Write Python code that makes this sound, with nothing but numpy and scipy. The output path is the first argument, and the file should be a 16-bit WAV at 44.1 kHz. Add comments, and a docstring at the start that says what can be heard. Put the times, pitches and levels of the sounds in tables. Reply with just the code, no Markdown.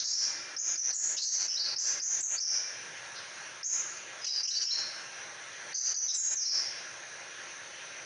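"""First and foremost a caged sunbird twitters in a hard-walled yard: quick slurred and raspy gliding whistles,
each drawn out by decaying noise that stands for the echo of the walls.
Behind it lie a few faint far calls (held or buzzing tones), a steady outdoor hush of shaped noise
and a faint low drone of narrow-band noise, loudest at the start.
The recorder's gain control ducks the hush under the phrases."""
import sys
import numpy as np
from scipy import signal
from scipy.fft import rfft, irfft, next_fast_len
from scipy.io import wavfile
from scipy.ndimage import uniform_filter1d, minimum_filter1d, map_coordinates

SR = 44100
rng = np.random.default_rng(int(sys.argv[2]) if len(sys.argv) > 2 else 0)


def materialize(psi):
    """Save the field psi as 16-bit PCM at rate SR to the path in sys.argv[1].

    A 1-D psi becomes a single channel; in a 2-D psi each row is a channel.
    """
    bounded = np.clip(np.atleast_2d(psi).T, -1, 1)
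    quanta = np.round(bounded * 32767).astype(np.int16)
    wavfile.write(sys.argv[1], SR, quanta)


N = 355357  # length in samples

# Note levels are set before the song trim, the breath pressure and the microphone colour.
# A tsip is a short scratchy grace note that leaps up to a loud slurred whistle:
# (whistle t/s, length/s, f/Hz, slur/octaves, level/dB, rasp/share of pitch,
#  grace length/s, grace f/Hz, grace level/dB)
TSIP_NOTES = [ (0.581, 0.026, 6430, 0.087, -13, 0.044, 0.018, 5470, -21),
              (0.772, 0.037, 5990, -0.11, -16.5, 0.055, 0.018, 5150, -32.5),
              (0.94, 0.034, 6750, -0.151, -13.5, .045, .014, 5900, -17),
              (1.246, 0.05, 6080, -0.11, -12.5, 0.056, 0.031, 4560, -18.5),
              (1.781, 0.026, 6110, -0.17, -15, .045, .022, 5260, -19.5),
              (2.012, 0.045, 6314, 0.14, -15, .06, 0.015, 5170, -26),
              (2.397, .055, 5694, -0.224, -14.5, 0.065, .019, 5100, -20.5),
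              (3.638, 0.0323, 6440, 0.148, -14.5, 0.049, 0.0077, 5480, -21.5),
              (5.738, 0.06, 6107, -0.07, -15.5, 0.044, 0.0081, 4700, -32),
              (5.96, 0.0251, 6050, -0.061, -10, 0.036, 0.018, 4890, -22), ]
GRACE_OCTAVES, GRACE_RASP = 0.076, 0.066  # slur and flutter of the grace note
# A churr is a bending buzz: (t/s, length/s, f/Hz, slur/octaves, rasp/share of pitch, level/dB)
CHURR_NOTES = [(1.164, 0.029, 5650, -0.18, 0.13, -20), (1.494, 0.0604, 5550, -.06, 0.086, -24),
               (4.242, 0.02, 5530, -0.083, 0.15, -25), (4.264, .02, 5410, -0.108, 0.11, -19),
               (4.45, .016, 5360, -0.031, 0.084, -22.5), (4.472, 0.025, 5550, -0.037, 0.096, -13.5),
               (4.61, .03, 5620, -0.15, 0.054, -23.5)]
# Faint companions of the churr: pitch ratio and level against the buzz
UNDERTONE_RATIO, UNDERTONE_DB = 0.53, -22.5
OVERTONE_RATIO, OVERTONE_DB = 1.3, -31
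# A chip is a hoarse slurred note, most often sagging:
# (t/s, length/s, f/Hz, slur/octaves, level/dB, rasp/share of pitch)
CHIP_NOTES = [ (0.054, 0.022, 5520, -0.076, -18, 0.013), (0.129, .03, 5586, -0.067, -16, 0.067),
              (0.9, 0.063, 4710, -0.0089, -35.5, 0.098), (1.478, 0.0275, 5450, -0.095, -20, .05),
              (1.592, 0.033, 4630, -0.065, -22.5, 0.06), (2.206, 0.014, 7280, -0.2, -26, 0.032),
              (2.227, 0.019, 6520, -0.089, -13.5, 0.05), (4.299, 0.0408, 4980, -0.12, -22.5, 0.037),
              (4.365, 0.036, 4830, -0.049, -28.5, 0.028), (4.430, .016, 5570, -0.095, -18, 0.095),
              (4.548, 0.045, 4630, 0.044, -24, 0.034), (4.644, 0.051, 5370, 0.136, -19.5, 0.029),
              (4.66, 0.042, 2950, .2, -44, 0.1), (5.741, 0.044, 4866, -0.023, -23, 0.059),
              (6.074, 0.049, 5680, -0.1, -17.5, 0.086), (6.078, 0.037, 3910, -0.091, -33, .045),
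              (6.085, 0.026, 3250, -0.26, -49, 0.043), (6.352, 0.044, 6030, -0.204, -17.5, 0.038),
              (6.395, 0.0482, 5400, -0.117, -21.5, 0.076), (6.453, .022, 5535, -0.073, -16.5, 0.042),
              (6.478, .05, 5180, -0.09, -22.5, 0.074), ]
# A scratch is a harsh burst, always around one pitch: (t/s, length/s, level/dB)
SCRATCH_NOTES = [(0.000, 0.0074, -17.5), (0.038, 0.025, -18.5), (0.07, 0.022, -15.5), (0.098, 0.02, -21),
                 (1.213, 0.039, -18), (1.799, 0.016, -24.5), (5.762, 0.047, -25)]
SCRATCH_HZ, SCRATCH_RASP = 5720, 0.19
# A peep is a thin, nearly pure and level note: (t/s, length/s, f/Hz, level/dB)
PEEP_NOTES = [ (0.932, 0.0095, 7900, -33), (0.996, 0.006, 7200, -33), (1.499, 0.0066, 5290, -19),
              (1.8, 0.0093, 7330, -27), (4.215, 0.018, 5080, -38.5), (4.464, 0.038, 6660, -32),
              (4.622, 0.039, 6660, -31), (5.713, 0.007, 5940, -43), (5.941, 0.014, 6530, -17),
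              (6.012, 0.035, 6030, -23.5), (6.14, 0.012, 7930, -34), (6.142, 0.067, 7220, -23.5),
              (6.146, 0.012, 6300, -21.5), (6.18, 0.027, 6657, -12), ]
PEEP_RASP = 0.022
# A whip is a clean upward sweep, most often closing a churr:
# (t/s, length/s, middle f/Hz, rise/octaves, level/dB)
WHIP_NOTES = [(1.173, 0.03, 4040, 0.5, -27.5), (1.562, 0.031, 4090, 0.35, -27),
              (2.357, 0.043, 4620, 0.092, -31), (4.252, .014, 4180, 0.19, -35),
              (4.279, 0.026, 3990, 0.16, -30.5), (4.504, 0.02, 4100, 0.37, -23),
              (4.703, 0.027, 4180, 0.28, -23), (6.45, 0.018, 4270, 0.15, -30)]
SCOOP_OCTAVES, SCOOP_S = 0.041, 0.0038  # every sunbird note slides up into its pitch
NOTE_EDGE, WHIP_EDGE = 0.2, 0.42  # rise and fall as a share of the length; whips swell more softly
# Treble colour of the song at the microphone: (f/Hz, level/dB)
MICROPHONE_RESPONSE = [(6800, 0), (7400, 2.5), (8200, 6), (9000, -18.5), (11000, -45.5)]
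# Time the yard's late tail takes to fall by 60 dB: (f/Hz, decay time/s)
YARD_DECAY = [(2000, 0.94), (4500, 0.88), (7000, 0.77), (10000, 0.57)]
# Other birds far off: (t/s, length/s, f/Hz, level/dB, rasp/share of pitch)
FAR_BIRD_CALLS = [(0.18, 0.69, 2380, -59.5, 0.014), (2.24, 0.67, 2344, -59, 0.011),
                  (3.147, 0.061, 4720, -49, 0.16), (4.347, 0.46, 2320, -59, 0.01),
                  (6.244, 0.45, 2390, -58, 0.01)]
# Relative spectrum of the outdoor hush: (f/Hz, level per Hz/dB)
HUSH_SPECTRUM = [(25, -44.5), (55, -38.5), (100, -17), (220, -18.5), (400, -13), (600, -11), (900, -8),
                 (1180, -9), (1450, -4.5), (2000, -4.5), (2900, -7), (3500, -9), (5200, -13.5),
                 (6500, -8.5), (7000, -22.5), (7800, -31), (9300, -17), (10300, -31)]
# Humps on the hush spectrum: (f/Hz, width/Hz, height/dB)
HUSH_HUMPS = [(129, 82, 6.5), (363, 24, 6), (580, 220, 7), (1317, 67, 3.5), (1668, 285, 6), (2260, 74, 1),
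              (5870, 630, 9.5)]
# Loudness of the hush over time: (t/s, level/dB)
HUSH_LOUDNESS = [(0, -45.5), (3.9, -44.5), (4.4, -45), (6.25, -43.5), (7.0, -45)]
# Loudness of the drone over time: (t/s, level/dB)
DRONE_LOUDNESS = [(0, -65), (0.9, -67), (1.8, -68), (2.799, -75), (8.06, -76.5)]
TOP_HZ = 10700  # the recorder passes nothing above this


def amp(db):
    """Decibels to gain."""
    return 10 ** (np.asarray(db) / 20)


def unit(x):
    """Scale to rms 1."""
    return x / np.sqrt(np.mean(x ** 2) + 1e-20)


def along_hz(points, hz):
    """Join (f/Hz, value) points on a log frequency axis."""
    f, v = np.transpose(points)
    return np.interp(np.log(hz + 1), np.log(f + 1), v)


def along_time(points):
    """Join (t/s, value) points into a curve over the whole scene."""
    return np.interp(np.arange(N) / SR, *np.transpose(points))


def wobble(rate, size):
    """A smooth random curve, rate knots a second."""
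    knots = rng.standard_normal(int(size * rate / SR) + 4)
    return map_coordinates(knots, [np.arange(size) * rate / SR])


def filtered(x, response):
    """Shape the spectrum of x by a gain that depends on frequency."""
    padded = next_fast_len(N + SR // 2)
    spectrum = rfft(x, padded) * response(np.fft.rfftfreq(padded, 1 / SR))
    return irfft(spectrum, padded)[..., :N]


def add(track, s, sound):
    """Mix a sound into the track at s seconds."""
    start = max(0, round(s * SR))
    part = sound[:len(track) - start]
    track[start:start + len(part)] += part


def swell(t, length, edge):
    """A rounded rise and fall, each edge seconds long."""
    nearest_end = np.minimum(t, length - t)
    return np.sin(np.pi / 2 * np.clip(nearest_end / edge, 0, 1)) ** 2


def sunbird(song_db=-2.5, direct_db=3.0, beaming_db=8.0, effort_db=12):
    """Each note is one short gliding whistle that rings on in the yard."""
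    song = np.zeros(N)
    t = np.arange(SR // 10) / SR
    for s, length, hz, slur, db, rasp in notes():
        glide = slur * (np.minimum(t / length, 1) - 0.5)
        octaves = glide - SCOOP_OCTAVES * np.exp(-t / SCOOP_S)
        # more breath lifts pitch and level together (effort in dB per octave)
        pressure = amp(effort_db * octaves)
        edge = length * (NOTE_EDGE if rasp else WHIP_EDGE)
        tone = whistle(hz * 2 ** octaves, rasp)
        note = amp(db + song_db) * pressure * tone * swell(t, length, edge)
        # the beak beams high notes past the microphone, so they arrive mostly as echo (dB per octave)
        note_direct_db = direct_db - beaming_db * np.log2(hz / 4200)
        add(song, s, yard(note, note_direct_db))
    return filtered(song, lambda hz: amp(along_hz(MICROPHONE_RESPONSE, hz)))


def notes():
    """Spell out the syllables as notes: (t/s, length/s, f/Hz, slur/octaves, level/dB, rasp/share)."""
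    for s, length, hz, slur, db, rasp, grace_s, grace_hz, grace_db in TSIP_NOTES:
        yield s - grace_s, grace_s, grace_hz, GRACE_OCTAVES, grace_db, GRACE_RASP
        yield s, length, hz, slur, db, rasp
    for s, length, hz, slur, rasp, db in CHURR_NOTES:
        yield s, length, hz, slur, db, rasp
        yield s, length, UNDERTONE_RATIO * hz, slur, db + UNDERTONE_DB, rasp
        yield s, length, OVERTONE_RATIO * hz, slur, db + OVERTONE_DB, rasp
    for s, length, hz, rise, db in WHIP_NOTES:
        yield s, length, hz, rise, db, 0
    yield from CHIP_NOTES
    for s, length, db in SCRATCH_NOTES:
        yield s, length, SCRATCH_HZ, 0, db, SCRATCH_RASP
    for s, length, hz, db in PEEP_NOTES:
        yield s, length, hz, 0, db, PEEP_RASP


def whistle(pitch, rasp, flutter_hz=270, flutter_scatter=0.182, jitter=0.23):
    """A pure tone on a pitch curve; a fast uneven flutter of the syrinx makes it rasp (a share of the pitch)."""
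    size = len(pitch)
    rate = flutter_hz * (1 + flutter_scatter * wobble(147.3, size))
    beats = np.cumsum(rate) / SR + rng.random()
    flutter = np.sin(2 * np.pi * beats) + jitter * wobble(1208.0, size)
    cycles = np.cumsum(pitch * (1 + rasp * flutter)) / SR
    return np.sin(2 * np.pi * cycles)


def yard(sound, direct_db, early_db=2.5, early_t60=0.45, late_db=-1, build=0.0068):
    """Direct sound, a quick flurry from the near walls and the yard's long tail, drawn anew for each note."""
    hz, frames_s, late_bands = signal.stft(rng.standard_normal(SR), SR, nperseg=256)
    decay = amp(-60 * frames_s / along_hz(YARD_DECAY, hz)[:, None])
    late = signal.istft(late_bands * decay, SR, nperseg=256)[1][:SR]
    t = np.arange(SR) / SR
    early = rng.standard_normal(SR) * amp(-60 * t / early_t60)
    echo = (amp(early_db) * unit(early) + amp(late_db) * unit(late)) / np.sqrt(SR)
    echo *= np.minimum(t / build, 1)  # the echo takes a few milliseconds to build
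    echo[0] = amp(direct_db)
    return signal.fftconvolve(sound, echo)


def far_birds():
    """Thin held whistles and short chirps from far off, blurred by the walls."""
    calls = np.zeros(N)
    t = np.arange(SR) / SR
    for s, length, hz, db, rasp in FAR_BIRD_CALLS:
        # held whistles flutter at 20 Hz, short chirps buzz
        tone = whistle(np.full(SR, hz), rasp, flutter_hz=20 if length > 0.2 else 300)
        call = amp(db) * tone * swell(t, length, length / 4)
        add(calls, s, yard(call, direct_db=5.0))
    return calls


def hush(patchy_db=1.5, drift_db=0.5, ripple_db=2.0, ripple_step_hz=28):
    """Outdoor noise with a few resonances, shifting a little in patches of time and frequency."""
    bands = signal.stft(rng.standard_normal(N), nperseg=512)[2]
    patches = uniform_filter1d(rng.standard_normal(bands.shape), 6, 0)
    patches = uniform_filter1d(patches, 18, 1)
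    noise = signal.istft(bands * amp(patchy_db * unit(patches)), nperseg=512)[1][:N]
    comb = rng.standard_normal(SR // 2)

    def colour(hz):
        """Broad spectrum, resonant humps and the fine ripple that reflections between the walls leave."""
        humps = sum(db / (1 + (2 * (hz - centre) / width) ** 2) for centre, width, db in HUSH_HUMPS)
        ripple = ripple_db * map_coordinates(comb, [hz / ripple_step_hz]) * np.minimum(hz / 600, 1)
        return amp(along_hz(HUSH_SPECTRUM, hz) + humps + ripple)

    level_db = along_time(HUSH_LOUDNESS) + drift_db * wobble(11.0, N)
    return unit(filtered(noise, colour)) * amp(level_db)


def drone(centre_hz=335, width_hz=45):
    """A faint low drone far off, narrow-band noise that fades in the first seconds."""
    noise = rng.standard_normal(N)
    hum = unit(filtered(noise, lambda hz: 1 / (1 + ((hz - centre_hz) / width_hz) ** 2)))
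    return hum * amp(along_time(DRONE_LOUDNESS))


def scene(hush_side_db=-23, song_side_db=-29):
    """Everything is heard near the centre, with a trace of width."""
    birds = sunbird() + far_birds()
    scatter = rng.standard_normal(SR // 100)
    spread = signal.fftconvolve(birds, scatter / np.linalg.norm(scatter))[:N]
    mid = birds + hush() + drone()
    side = amp(song_side_db) * spread + amp(hush_side_db) * hush()
    return np.array([mid + side, mid - side])


def gain_control(x, ceiling_db=-28.0, sense=0.005, ahead=0.013, ease=0.013, memory=0.057,
                 trend_db=3.0, release_db_per_s=260):
    """Looks ahead and cuts what passes the ceiling, harder on a rising level; the gain then climbs back steadily."""
    def samples(seconds):
        return max(1, int(seconds * SR))

    power = uniform_filter1d(np.mean(x ** 2, axis=0), samples(sense))
    level_db = 10 * np.log10(np.abs(power) + 1e-12)
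    before_db = np.pad(level_db, (samples(memory), 0), mode="edge")[:N]
    trend = np.tanh((level_db - before_db) / 5)  # towards +1 when rising, -1 when falling
    needed_db = np.minimum(0, ceiling_db - level_db - trend_db * trend)
    held_db = minimum_filter1d(needed_db, samples(2 * ahead))
    # a running minimum against a steady climb limits how fast the gain recovers
    climb_db = release_db_per_s * np.arange(N) / SR
    gain_db = np.minimum.accumulate(held_db - climb_db) + climb_db
    return x * amp(uniform_filter1d(gain_db, samples(ease)))


def record(dry):
    """Gain control, then the recorder's band limit."""
    return filtered(gain_control(dry), lambda hz: hz < TOP_HZ)


dry = scene()
out = record(dry)
materialize(out)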